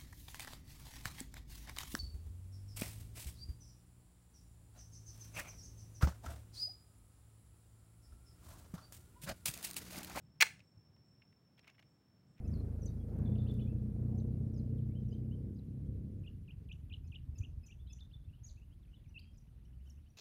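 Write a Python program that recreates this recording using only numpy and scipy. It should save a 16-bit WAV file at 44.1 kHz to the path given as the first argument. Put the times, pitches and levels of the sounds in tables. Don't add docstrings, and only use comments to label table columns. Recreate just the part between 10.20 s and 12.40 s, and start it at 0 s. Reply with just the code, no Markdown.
import sys
import numpy as np
from scipy import signal
from scipy.fft import rfft, irfft
from scipy.io import wavfile

SR = 44100
rng = np.random.default_rng(int(sys.argv[2]) if len(sys.argv) > 2 else 0)


def store_wav(level_fs):
    pcm = np.round(np.clip(np.atleast_2d(level_fs), -1, 1) * 32767)
    wavfile.write(sys.argv[1], SR, pcm.T.astype(np.int16))


N = 97020

# (frequency [Hz], relative level [dB], t60 [s])
STEEL_MODES = [(1825, -17, 0.024), (2192, -1, 0.024), (2416, -5, 0.014), (2470, -9.5, 0.032),
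               (2586, -14.5, 0.037), (2720, -16, 0.063), (2822, -18.5, .07), (3180, -17.5, 0.038),
               (4207, -16, 0.026), (5770, -18.5, .035), (6740, -20, 0.032), (15167, -21, .016)]


def amp(db):
    return 10 ** (np.asarray(db) / 20)


def unit(x):
    return x / np.sqrt(np.mean(x ** 2) + 1e-20)


def along(points, hz):
    f, v = np.transpose(points)
    return np.interp(np.log(hz + 1), np.log(f + 1), v)


def curve(rows):
    return np.interp(np.arange(N) / SR, *np.transpose(rows))


def noise(gain, size):
    spectrum = rfft(rng.standard_normal(size))
    hz = np.fft.rfftfreq(size, 1 / SR)
    return unit(irfft(spectrum * gain(hz), size))


def fade(t, t60):
    return np.exp(-np.log(1000) * t / t60)


def onset(t, rise_s):
    return 1 - np.exp(-t / rise_s)


def add(out, s, x):
    part = out[round(s * SR):][:len(x)]
    part += x[:len(part)]


def ring(modes):
    scatter_db = 1
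    t = np.arange(SR // 8) / SR
    tones = np.zeros(len(t))
    for hz, db, t60 in modes:
        level = amp(db + scatter_db * rng.standard_normal())
        tones += level * fade(t, t60) * np.sin(2 * np.pi * hz * t)
    return tones * onset(t, rise_s=0.0005)


def crack(spectrum, t60, colour=np.zeros_like):
    t = np.arange(SR // 8) / SR
    burst = noise(lambda hz: amp(along(spectrum, hz) + colour(hz)), size=len(t))
    return burst * fade(t, t60) * onset(t, rise_s=0.0005)


def catch():
    # (time [s], ring level [dB], crack level [dB])
    strikes = [(0.2033, -30, -39), (0.2064, -25, -25.5), (0.2090, -15.5, -20), (0.213, -13, -25),
               (0.2166, -28, -35), (0.2206, -31.5, -29.5), (0.2568, -35.5, -52.5), (0.2668, -43.5, -47.5),
               (0.2895, -54, -60)]
    # (frequency [Hz], relative spectral level [dB])
    steel_crack = [(100, -38.5), (400, -16), (950, -9.5), (1300, -12), (2300, 3), (3100, -6), (6300, 1.5),
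                   (7500, -10.5), (10000, -10.5), (12000, -21), (13800, -18.5), (15300, -2.5)]
    out = np.zeros(N)
    for s, ring_db, crack_db in strikes:
        metal = amp(ring_db) * ring(STEEL_MODES)
        contact = amp(crack_db) * crack(steel_crack, t60=0.027)
        add(out, s, in_room(metal + contact))
    return out


def band():
    # (time [s], knock level [dB], crack level [dB])
    slaps = [(0.2226, -19, -15.5), (0.2259, -14, -22.5), (0.228, -31, -33), (0.256, -48, -48.5),
             (0.2650, -46.5, -45)]
    # (frequency [Hz], relative level [dB], t60 [s])
    stock_modes = [(490, -22, 0.033), (896, -14.5, .03), (1230, -19.5, 0.03), (1590, -2.5, 0.01),
                   (1746, -3, 0.021), (2023, -0.5, 0.015), (2200, -2, 0.028), (2640, -8, 0.021),
                   (3450, -11, .018), (4172, -11, .02), (4264, -7.5, 0.018)]
    # (frequency [Hz], relative spectral level [dB])
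    slap_crack = [(100, -34), (350, -17), (900, -5.5), (1200, 1.5), (2000, 9), (3100, 0.5), (4300, 2.5),
                  (5000, -6), (7000, -4), (10000, -8), (13300, -20.5), (15300, -11)]
    out = np.zeros(N)
    for s, knock_db, crack_db in slaps:
        knock = amp(knock_db) * ring(stock_modes)
        contact = amp(crack_db) * crack(slap_crack, t60=0.021)
        add(out, s, in_room(knock + contact))
    return out


def trigger():
    # (time [s], ring level [dB], crack level [dB], brightest frequency [Hz], fall above it [dB per octave])
    ticks = [(0.3931, -62, -59.5, 2300, 3), (0.4035, -57, -59, 2780, 10), (0.764, -80, -60.5, 500, 5.5),
             (1.02, -54, -56.5, 2580, 31), (1.126, -75, -67.5, 2770, 13), (1.379, -69, -64, 2500, 3),
             (1.3922, -59, -55.5, 3830, 8.5), (1.4445, -64, -63, 2480, 12), (1.476, -67, -56.5, 1900, 1),
             (1.4785, -47.5, -57.5, 2120, 6.5), (1.4991, -62, -56, 1700, 4), (1.509, -65, -71, 1980, 4.5),
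             (1.549, -69, -66.5, 2214, 20), (1.581, -62, -64, 2290, 13), (1.5928, -60.5, -60, 2880, 11),
             (1.597, -61, -58.5, 990, 4), (1.6256, -62.5, -57, 2830, 11.5), (2.181, -68, -65.5, 2150, 3.5),
             (2.193, -64, -73, 3000, 2)]
    # (frequency [Hz], relative spectral level [dB])
    tick_crack = [(100, -37), (500, 5.5), (1200, -6.5), (2400, 0.5), (3400, -4), (4500, -5.5), (6700, -3.5),
                  (8000, -12.5), (13000, -18), (15300, -8.5)]
    # (time [s], length [s], level [dB])
    scrapes = [(1.373, 0.029, -73.5), (1.421, 0.052, -75), (1.465, 0.042, -68), (1.537, 0.031, -80.5),
               (1.576, .03, -71), (2.159, 0.062, -80.5)]
    # (frequency [Hz], relative spectral level [dB])
    rub_spectrum = [(200, -12), (1200, -1.5), (2300, 3), (3300, -0.5), (4500, -17), (7000, -24),
                    (12000, -27), (15300, -18)]
    bass_fall_share = 0.44
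    out = np.zeros(N)
    for s, ring_db, crack_db, bright_hz, fall_db in ticks:
        def colour(hz):
            octaves = np.log2((hz + 1) / bright_hz)
            return fall_db * np.minimum(bass_fall_share * octaves, -octaves)

        modes = [(hz, db + colour(hz), t60) for hz, db, t60 in STEEL_MODES]
        add(out, s, amp(ring_db) * ring(modes))
        add(out, s, amp(crack_db) * crack(tick_crack, 0.019, colour))
    for s, length, db in scrapes:
        size = int(length * SR)
        grit = np.repeat(amp(4 * rng.standard_normal(N // 64)), 64)[:size]
        rub = noise(lambda hz: amp(along(rub_spectrum, hz)), size=N)[:size]
        add(out, s, amp(db) * unit(grit * rub) * signal.windows.tukey(size, .5))
    return in_room(out)[:N]


def in_room(x):
    # (frequency [Hz], t60 [s])
    room_decay = [(200, .25), (800, .22), (1700, .29), (5000, 0.26), (9000, .285), (12500, 0.16),
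                  (15200, 0.25)]
    # (frequency [Hz], relative level [dB])
    room_colour = [(200, 4.5), (500, 6.5), (850, 3.5), (1150, -3), (2200, -3.5), (4500, -1.5), (9000, 2),
                   (12500, 3.5), (15200, 1), (16300, -7)]
    tail_db, build_s = -18, 0.0076
    hz, t, z = signal.stft(rng.standard_normal(SR // 2), SR, nperseg=256)
    decay = fade(t, along(room_decay, hz)[:, None])
    shape = decay * amp(along(room_colour, hz))[:, None] * onset(t, build_s)
    tail = signal.istft(z * shape, SR, nperseg=256)[1]
    answer = amp(tail_db) * tail / np.linalg.norm(tail)
    answer[0] += 1
    return signal.fftconvolve(x, answer)


def hiss_swells():
    # (time [s], noise level before the envelope [dB])
    swells = [(0.0, -92), (0.429, -89), (0.841, -90.5), (1.68, -91.5), (2.071, -90.5)]
    centre_hz, half_width_hz = 7700, 1000
    out, t = np.zeros(N), np.arange(SR // 2) / SR
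    envelope = fade(t, t60=0.89) * onset(t, rise_s=0.0086)
    for s, db in swells:
        hiss = noise(lambda hz: 1 / (1 + np.abs((hz - centre_hz) / half_width_hz) ** 10), size=len(t))
        add(out, s, amp(db) * hiss * envelope)
    return out


def background():
    # (frequency [Hz], relative spectral level [dB])
    floor_spectrum = [(20, -35.5), (40, -24), (60, -12.5), (115, -1), (170, -5), (260, -13.5), (500, -23),
                      (1000, -29), (2000, -34.5), (4500, -42), (8200, -45), (9300, -49.5), (14000, -50),
                      (15300, -43.5)]
    # (time [s], level [dB])
    rumble_levels = [(0, -62.5), (.38, -63), (.5, -72), (.55, -73), (.585, -56), (.62, -66.5), (.85, -66),
                     (1.3, -73), (1.39, -68.5), (1.5, -75.5), (1.65, -68.5), (1.75, -73.5), (1.93, -74),
                     (2.1, -63), (2.2, -72)]
    # (time [s], level [dB])
    whine_levels = [(0, -80.5), (.35, -81.5), (.6, -78.5), (.95, -77.5), (1.25, -83.5), (1.5, -80.5),
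                    (2.2, -86.5)]
    hiss_db, hiss_from_hz = -68, 180
    whine_hz, whine_half_width_hz = 5398.5, 68
    floor = noise(lambda hz: amp(along(floor_spectrum, hz)), size=N)
    low_pass = 1 / (1 + (np.fft.rfftfreq(N, 1 / SR) / hiss_from_hz) ** 4)
    low = irfft(rfft(floor) * low_pass, N)
    rumble = amp(curve(rumble_levels)) * low
    hiss = amp(hiss_db) * (floor - low)
    whine = noise(lambda hz: 1 / (1 + np.abs((hz - whine_hz) / whine_half_width_hz) ** 3), size=N)
    return rumble + hiss + amp(curve(whine_levels)) * whine


def scene():
    thin = signal.butter(2, 430, "high", fs=SR, output="sos")
    crossbow = signal.sosfilt(thin, catch() + band() + trigger())
    return (crossbow + background() + hiss_swells())[None]


def record(dry):
    top_hz = 16550
    return signal.sosfilt(signal.cheby2(18, 70, top_hz, fs=SR, output="sos"), dry)


dry = scene()
out = record(dry)
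store_wav(out)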